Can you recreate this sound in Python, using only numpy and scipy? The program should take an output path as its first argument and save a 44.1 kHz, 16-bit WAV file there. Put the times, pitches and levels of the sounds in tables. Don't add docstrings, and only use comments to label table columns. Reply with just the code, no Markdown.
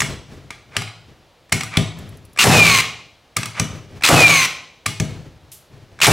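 import sys
import numpy as np
from scipy import signal
from scipy.fft import rfft, irfft, next_fast_len
from scipy.io import wavfile
from scipy.ndimage import uniform_filter1d, minimum_filter1d

SR = 44100
rng = np.random.default_rng(int(sys.argv[2]) if len(sys.argv) > 2 else 0)


def log_audio(samples):
    frames = np.atleast_2d(samples).T
    limited = np.clip(frames, -1, 1)
    pcm = np.round(limited * 32767).astype(np.int16)
    wavfile.write(sys.argv[1], SR, pcm)


N = 270222
BINS = np.fft.rfftfreq(4096, 1 / SR)

# motor start t/s, blow level/dB, motor level/dB, rebound thud level/dB, shriek f/Hz,
# gear pitch before overrun f/Hz, housing resonance gain/dB, 2nd gear line level/dB, 3rd gear line level/dB
SHOTS = [(2.386, 5.5, -15.5, -3, 2700, 2655, 9.5, -25, -27.5),
         (4.034, 2, -17, -8, 2477, 2629, 13, -28.5, -23), (6.014, 3, -14, -6, 2630, 2660, 9, -28, -28)]
# f/Hz, width/Hz, gain/dB
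HOUSING = [(1200, 90, 4.5), (2283, 460, 6), (2800, 350, -0.5), (3450, 300, 1.5), (5300, 600, 4.5),
           (6200, 170, 3), (7920, 780, 6.5)]
# f/Hz, level/dB, t60/s
BENCH = [(81, -15.5, .4), (102.9, -8, 0.35), (112.7, -0.5, 0.42), (145, 0.5, 0.22), (161.1, 2, 0.25),
         (187.7, -3.5, 0.25), (233.2, -10.5, .3), (288.7, -12.5, 0.29), (398, -17.5, 0.3),
         (466, -20.5, 0.17), (647, -15, 0.36), (760.4, -14.5, 0.12)]
# f/Hz, density/dB per Hz
CLACK = [(60, -14), (200, -3), (450, -6.5), (750, -0.5), (1000, 0.5), (1600, 2.5), (4200, -2), (7000, -4.5),
         (10000, -5), (12500, -16), (16000, -20)]

STRIKE_S, WIND_S, CYCLE_S = .054, .095, .43


def amp(db):
    return 10 ** (np.asarray(db) / 20)


def unit(x):
    return x / np.sqrt(np.mean(x ** 2) + 1e-20)


def read(points, hz):
    f, value = np.transpose(points)
    return np.interp(np.log(hz + 1), np.log(f + 1), value)


def hump(hz, width_hz, at_hz=BINS):
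    return 1 / (1 + (2 * (at_hz - hz) / width_hz) ** 2)


def add(mix, s, sound):
    part = mix[max(round(s * SR), 0):][:len(sound)]
    part += sound[:len(part)]


def seconds(length_s):
    return np.arange(int(length_s * SR)) / SR


def colour(x, gain_db):
    log_gain = np.log(amp(np.r_[gain_db, gain_db[-2:0:-1]]))
    spectrum = np.exp(np.conj(signal.hilbert(log_gain)))
    taps = np.fft.ifft(spectrum).real
    return signal.oaconvolve(x, taps)[:len(x)]


def noise(gain_db, size):
    white = rng.standard_normal(size + len(BINS))
    return unit(colour(white, gain_db)[len(BINS):])


def wander(hz, size):
    span = next_fast_len(size + SR // 2)
    rolloff = 1 + (np.fft.rfftfreq(span, 1 / SR) / hz) ** 4
    spectrum = rfft(rng.standard_normal(span)) / rolloff
    return unit(irfft(spectrum, span))[:size]


def noise_floor(floor_db=-55):
    # f/Hz, density/dB per Hz
    floor_spectrum = [(20, 0.5), (45, 4), (80, 1), (115, -0.5), (200, -7), (600, -3.5), (1500, -12.5),
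                      (4000, -14), (8000, -26.5), (15000, -33.5)]
    return amp(floor_db) * noise(read(floor_spectrum, BINS), N)


def workshop(x, gap_s=.003, onset_s=0.0047, echoes_per_s=4000):
    # f/Hz, gain/dB
    room_colour = [(60, -1), (130, -3), (400, -2), (1000, -2), (2500, 0), (5000, -2), (9000, -4),
                   (15000, -1)]
    # f/Hz, t60/s
    room_t60 = [(100, 0.75), (300, 0.61), (700, 0.71), (1500, 0.48), (3000, 0.61), (6000, 0.57),
                (10000, 0.38), (15000, 0.29)]
    t = seconds(0.72)
    taps = rng.choice([-1., 1.], len(t)) * (rng.random(len(t)) < echoes_per_s / SR)
    taps *= np.clip((t - gap_s) / onset_s, 0, 1)
    hz, when, bands = signal.stft(taps, SR, nperseg=256)
    decay_db = -60 * when / read(room_t60, hz)[:, None]
    tail = signal.istft(bands * amp(decay_db), SR, nperseg=256)[1]
    wet = signal.fftconvolve(x, tail / np.linalg.norm(tail))[:N]
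    return colour(wet, read(room_colour, BINS))


def rubbing(rise_s=0.048):
    # loudest t/s, level/dB, t60/s
    shifts = [(.11, -26.5, .3), (.32, -34.5, 0.82), (.7, -48.5, 0.46), (1.09, -45, 0.61), (2.0, -34.5, 1),
              (3.719, -32.5, 0.68), (3.93, -41.5, 0.94), (5.11, -32.5, 0.74), (5.45, -52, 1),
              (5.739, -43, 0.97), (5.95, -47.5, 0.71)]
    # f/Hz, density/dB per Hz
    rub_spectrum = [(25, -5.5), (60, -3), (110, 3.5), (200, -9.5), (290, -10.5), (430, -12.5), (620, -19),
                    (900, -25.5), (2000, -26), (6000, -35), (15000, -51.5)]
    level, t = np.zeros(N), seconds(1.2)
    for s, db, t60 in shifts:
        fade_db = -60 * np.maximum(t - rise_s, 0) / t60
        add(level, s - rise_s, np.minimum(t / rise_s, 1) * amp(db + fade_db))
    return level * amp(2 * wander(25, N)) * noise(read(rub_spectrum, BINS), N)


def small_sounds(hiss_s=5.517, hiss_db=-38, hiss_t60=0.27, ping_t60=0.036):
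    # t/s, gain/dB, f/Hz
    ping = (1.988, -33, 7650)
    # f/Hz, density/dB per Hz
    hiss_spectrum = [(500, -41.5), (3000, -8.5), (5300, -6), (9000, -3), (12000, -1), (16000, -14)]
    first_s, gap_s, count = 2.091, .0803, 4
    tick_gain_db, tick_hz = -38.5, 10750
    out, t = np.zeros(N), seconds(0.47)
    hiss_tone_db = read(hiss_spectrum, BINS)
    ticks = [(first_s + k * gap_s, tick_gain_db, tick_hz) for k in range(count)]
    for s, db, hz in ticks + [ping]:
        body = 0.32 * np.sin(2 * np.pi * hz * t) + 0.31 * noise(hiss_tone_db, len(t))
        add(out, s, amp(db - 60 * t / ping_t60) * body)
    add(out, hiss_s, amp(hiss_db - 60 * t / hiss_t60) * noise(hiss_tone_db, len(t)))
    return out


def slides(rasp_db=9, slide_s=.055):
    # end t/s, end level/dB
    slide_ends = [(.766, -40.5), (1.77, -29), (3.598, -30)]
    out, t = np.zeros(N), seconds(slide_s)
    modes = sum(hump(hz, width_hz) for hz, width_hz, _ in HOUSING[:2])
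    tone_db = read(CLACK, BINS) - 5 * np.log2(1 + (BINS / 3000) ** 2) + rasp_db * modes
    for stop_s, db in slide_ends:
        rasp = noise(tone_db, len(t)) * amp(2.3 * wander(200, len(t)))
        swell_db = -14 * (1 - t / t[-1]) ** 2
        add(out, stop_s - slide_s, rasp * amp(db + swell_db))
    return out


def clack_list(light_thud_db=-28):
    # t/s, level/dB, treble tilt/dB per octave, ring f/Hz,
    # bench thud level/dB
    knocks = [(.003, -10.5, 0.5, 6600, -25.5), (.018, -13, -0.5, 1895, -23.5),
              (.5047, -25, -2.5, 2120, -57), (.7565, -32.5, -9, 4700, -51), (.7658, -11, -1, 2980, -25),
              (.875, -31, -4, 2170, -48), (1.494, -44, -2, 1900, -60)]
    # touch t/s, touch level/dB, touch ring f/Hz, stop t/s, stop level/dB, stop ring f/Hz,
    # stop bench thud level/dB
    presses = [(1.5233, -7, 2110, 1.77, -8.5, 3420, -13), (3.3666, -11.5, 1270, 3.5966, -11, 6300, -18.5),
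               (4.861, -12, 1104, 4.999, -17, 6400, -17.5)]
    # jump t/s, jump level/dB, fall level/dB
    rattles = [(.8185, -24.5, -46), (1.608, -18.5, -22.5), (3.431, -19.5, -23)]
    # delay from motor start t/s, level/dB, treble tilt/dB per octave, ring f/Hz
    switching = [(-.025, -34, -4, 1650), (-.012, -23, -2.5, 2410), (.415, -15.5, 0.5, 2160)]
    touch_tilt_db, touch_thud_db, stop_tilt_db = 1.5, -12, -0.5
    graze_lead_s, graze_db, graze_tilt_db = .003, -9.5, -3.5
    jump_hz, jump_tilt_db = 2695, -2
    fall_s, fall_hz, fall_tilt_db = .0255, 1220, 2
    rattle_thud_db = -13.5

    out = list(knocks)
    for touch_s, touch_db, touch_hz, stop_s, stop_db, stop_hz, thud_db in presses:
        graze_hz = HOUSING[1][0]
        out.append((touch_s - graze_lead_s, touch_db + graze_db, graze_tilt_db, graze_hz,
                    touch_db + light_thud_db))
        out.append((touch_s, touch_db, touch_tilt_db, touch_hz, touch_db + touch_thud_db))
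        out.append((stop_s, stop_db, stop_tilt_db, stop_hz, thud_db))
    for s, jump_db, fall_db in rattles:
        out.append((s, jump_db, jump_tilt_db, jump_hz, jump_db + rattle_thud_db))
        out.append((s + fall_s, fall_db, fall_tilt_db, fall_hz, fall_db + rattle_thud_db))
    for start_s, *_ in SHOTS:
        for delay_s, db, tilt_db, hz in switching:
            out.append((start_s + delay_s, db, tilt_db, hz, db + light_thud_db))
    return out


def rail(clack_ring_db=-24, shot_ring_db=-33, width_hz=35):
    # f/Hz, level/dB, t60/s
    rail_modes = [(1200, -1.5, 0.21), (2186, -1, .4), (3330, -7, .35), (4050, -9.5, 0.53),
                  (5670, -4.5, 0.25), (6000, -12, 0.45)]
    out, t = np.zeros(N), seconds(.6)
    hits = [(s, db + clack_ring_db) for s, db, *_ in clack_list()]
    hits += [(start_s + CYCLE_S, shot_ring_db) for start_s, *_ in SHOTS]
    for hz, mode_db, t60 in rail_modes:
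        power = np.zeros(N)
        for s, db in hits:
            add(power, s, amp(db + mode_db - 60 * t / t60) ** 2)
        carrier = np.sin(2 * np.pi * hz * np.arange(N) / SR)
        out += np.sqrt(2 * power) * wander(width_hz, N) * carrier
    return out


def housing_db():
    return read(CLACK, BINS) + sum(hump(hz, width_hz) * db for hz, width_hz, db in HOUSING)


def bench(softness=0, dull_db=7, rise_s=0.0022, soft_rise_s=0.0062, knock_db=-9, knock_t60=0.22):
    t = seconds(.9)
    ring = np.zeros(len(t))
    for hz, db, t60 in BENCH:
        octaves_off = min(2 * abs(np.log2(hz / 112)), 1)
        mode_db = db - softness * dull_db * (octaves_off - 0.5)
        mode_hz = hz * (1 + .012 * rng.standard_normal())
        ring += amp(mode_db - 60 * t / t60) * np.sin(2 * np.pi * mode_hz * t)
    knock = noise(50 * hump(280, 1100) - 20 * hump(0, 180), len(t))
    knock *= amp(knock_db - softness * dull_db / 2 - 60 * t / knock_t60)
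    return (ring + knock) * (1 - np.exp(-t / (rise_s + softness * soft_rise_s)))


def clacks(chatter_t60=0.024, spread_t60=0.036, ring_db=10, clatter_db=-11, clatter_t60=0.28):
    sharp, spread, dull = np.zeros((3, N))
    t, body_db = seconds(0.11), housing_db()

    def burst(t60, gain_db):
        envelope = amp(-60 * t / t60) * (1 - np.exp(-t / 0.0012))
        sound = colour(rng.standard_normal(len(t)) * envelope, gain_db)
        return sound / np.sqrt(np.sum(sound ** 2) / (0.0028 * SR))

    for s, db, tilt_db, hz, thud_db in clack_list():
        slope_db = tilt_db * np.log2(np.maximum(BINS, 700) / 3500)
        tone_db = body_db + slope_db + ring_db * hump(hz, 0.16 * hz)
        chatter = burst(chatter_t60, tone_db)
        clatter = amp(clatter_db) * burst(clatter_t60, tone_db)
        add(sharp, s, amp(db) * (chatter + clatter))
        plain_db = (read(CLACK, BINS) + tone_db + slope_db) / 2
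        add(spread, s, amp(db) * burst(spread_t60, plain_db))
        softness = np.clip((-16.5 - thud_db) / 9, 0, 1)
        add(dull, s + .003, amp(thud_db) * bench(softness=softness))
    return sharp, spread, dull


def motor(db, shriek_hz, rattle_db=3.0, shriek_db=8, shriek_t60=0.056):
    # f/Hz, density/dB per Hz
    gear_spectrum = [(60, -26.5), (150, -9.5), (300, -12), (700, -15), (1150, -2), (1600, -5), (2100, -2.5),
                     (2450, 2), (3100, -3.5), (4200, -4), (5200, -7.5), (8000, -9), (11000, -16),
                     (16000, -23)]
    # f/Hz, width/Hz, gain/dB
    gearbox_modes = [(2200, 180, 0.5), (4060, 300, 2), (6200, 350, 1.5)]
    jolt_db, jolt_s, drag_db, ease_db_per_s = 3.5, 0.0031, 2.5, 8
    t = seconds(CYCLE_S)
    load_db = jolt_db * np.exp(-t / jolt_s) + drag_db * (t < STRIKE_S) - ease_db_per_s * t
    tone_db = read(gear_spectrum, BINS)
    tone_db = tone_db + sum(hump(hz, width_hz) * gain_db for hz, width_hz, gain_db in gearbox_modes)
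    rattle = noise(tone_db, len(t)) * amp(rattle_db * wander(350, len(t)) + load_db)
    shriek = noise(36 * hump(shriek_hz, 1300), len(t))
    shriek *= amp(shriek_db - 60 * abs(t - .01) / shriek_t60)
    return amp(db) * (rattle + shriek) * signal.windows.tukey(len(t), .02)


def whine(gear_hz, resonance_db, second_db, third_db, half_db=-23, beat_db=-25):
    overrun_hz, overrun_s, sag_hz_per_s = 68.2, .035, 1850
    level_db, rise_s, fade_db = -16.5, 0.029, 15
    resonance_hz, resonance_width_hz = 2405, 85
    t = seconds(CYCLE_S - WIND_S)
    hz = gear_hz + overrun_hz * np.exp(-t / overrun_s) - sag_hz_per_s * t
    db = level_db + resonance_db * hump(resonance_hz, resonance_width_hz, hz) - fade_db * (t / t[-1]) ** 4
    turns = np.cumsum(hz * (1 + .003 * wander(80, len(t)))) / SR
    mesh_level = np.minimum(t / rise_s, 1) * amp(db + 0.92 * wander(90, len(t)))
    out = mesh_level * np.sin(2 * np.pi * turns)
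    strain = np.interp(t, [.11, .22, .27, .335], [0, 0.79, 0.85, 0.51])
    orders = [.505, .965, 1.1, 1.165, 1.92, 2.9, 4.0]
    orders_db = [half_db, beat_db, beat_db, beat_db, second_db, third_db, -35]
    for order, order_db in zip(orders, orders_db):
        backlash_rad = .3 * np.sqrt(order) * wander(110, len(t))
        line_level = strain * amp(order_db + 0.84 * wander(70, len(t)))
        out += line_level * np.sin(2 * np.pi * order * turns + backlash_rad)
    return np.sqrt(2) * out * signal.windows.tukey(len(t), .05)


def blow(crack_db=5, crack_t60=0.049, shudder_t60=0.32, thud_db=-13):
    # f/Hz, density/dB per Hz
    shudder_spectrum = [(30, -31), (70, -16.5), (110, -4), (160, 1.5), (250, -1), (420, -3), (720, 0),
                        (1200, -4.5), (2000, -12.5), (4000, -17), (8000, -18), (12000, -22), (16000, -38.5)]
    t = seconds(.9)
    crack = noise(housing_db() + 5 * hump(15000, 8000), len(t)) * amp(crack_db - 60 * t / crack_t60)
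    body_db = read(shudder_spectrum, BINS) + 2.87 * sum(hump(hz, 28) for hz, _, _ in BENCH)
    shudder = noise(body_db, len(t)) * amp(2 * wander(180, len(t)) - 60 * t / shudder_t60)
    shudder *= 1 - np.exp(-t / 0.0046)
    return crack + shudder + amp(thud_db) * bench()


def scene(clack_room_db=-7, thud_room_db=-10, shot_room_db=-7, whine_room_db=-11.5, rebound_s=.038):
    # f/Hz, side re mid/dB
    width = [(30, -11.5), (80, -14.5), (250, -17.5), (1000, -25.5), (2500, -24), (4500, -22), (8000, -8),
             (10500, -11), (13000, -26)]
    # f/Hz, left re right/dB
    lean = [(40, -3), (140, 6.5), (220, 1), (330, 1.5), (800, -0.5), (9000, 0.5)]
    shots, tones = np.zeros((2, N))
    for start_s, blow_db, motor_db, rebound_db, shriek_hz, *whine_settings in SHOTS:
        strike_s = start_s + STRIKE_S
        add(shots, start_s, motor(motor_db, shriek_hz))
        add(shots, strike_s, amp(blow_db) * blow())
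        add(shots, strike_s + rebound_s, amp(rebound_db) * bench())
        add(tones, start_s + WIND_S, whine(*whine_settings))
    sharp, spread, dull = clacks()
    near = slides() + rubbing() + small_sounds() + dull
    send = amp(clack_room_db) * spread + amp(thud_room_db) * near
    send += amp(shot_room_db) * shots + amp(whine_room_db) * tones
    mid = sharp + rail() + near + shots + tones + workshop(send) + noise_floor()
    difference = amp(1.5) * workshop(send) + amp(-3) * signal.hilbert(mid).imag
    side = colour(difference, read(width, BINS))
    lean_db = read(lean, BINS) / 2
    return np.array([colour(mid + side, lean_db), colour(mid - side, -lean_db)])


def record(dry, ceiling_db=-1.5, recovery_db_per_s=260, makeup_db=1.0, low_cut_hz=56, edge_hz=15950):
    peak = -minimum_filter1d(-abs(dry).max(0), size=40)
    peak_db = 20 * np.log10(uniform_filter1d(peak, size=40) + 1e-9)
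    fall_db = np.arange(N) * recovery_db_per_s / SR
    held_peak_db = np.maximum.accumulate(peak_db + fall_db) - fall_db
    over_db = np.maximum(held_peak_db - ceiling_db, 0)
    held = amp(makeup_db) * dry / amp(uniform_filter1d(over_db, size=30))
    held = signal.lfilter(*signal.butter(2, low_cut_hz, "high", fs=SR), held)
    held = held / (1 + held ** 8) ** (1 / 8)
    band_taps = signal.firwin(301, edge_hz, window=("kaiser", 8), fs=SR)
    return signal.oaconvolve(held, band_taps[None], "same")


dry = scene()
out = record(dry)
log_audio(out)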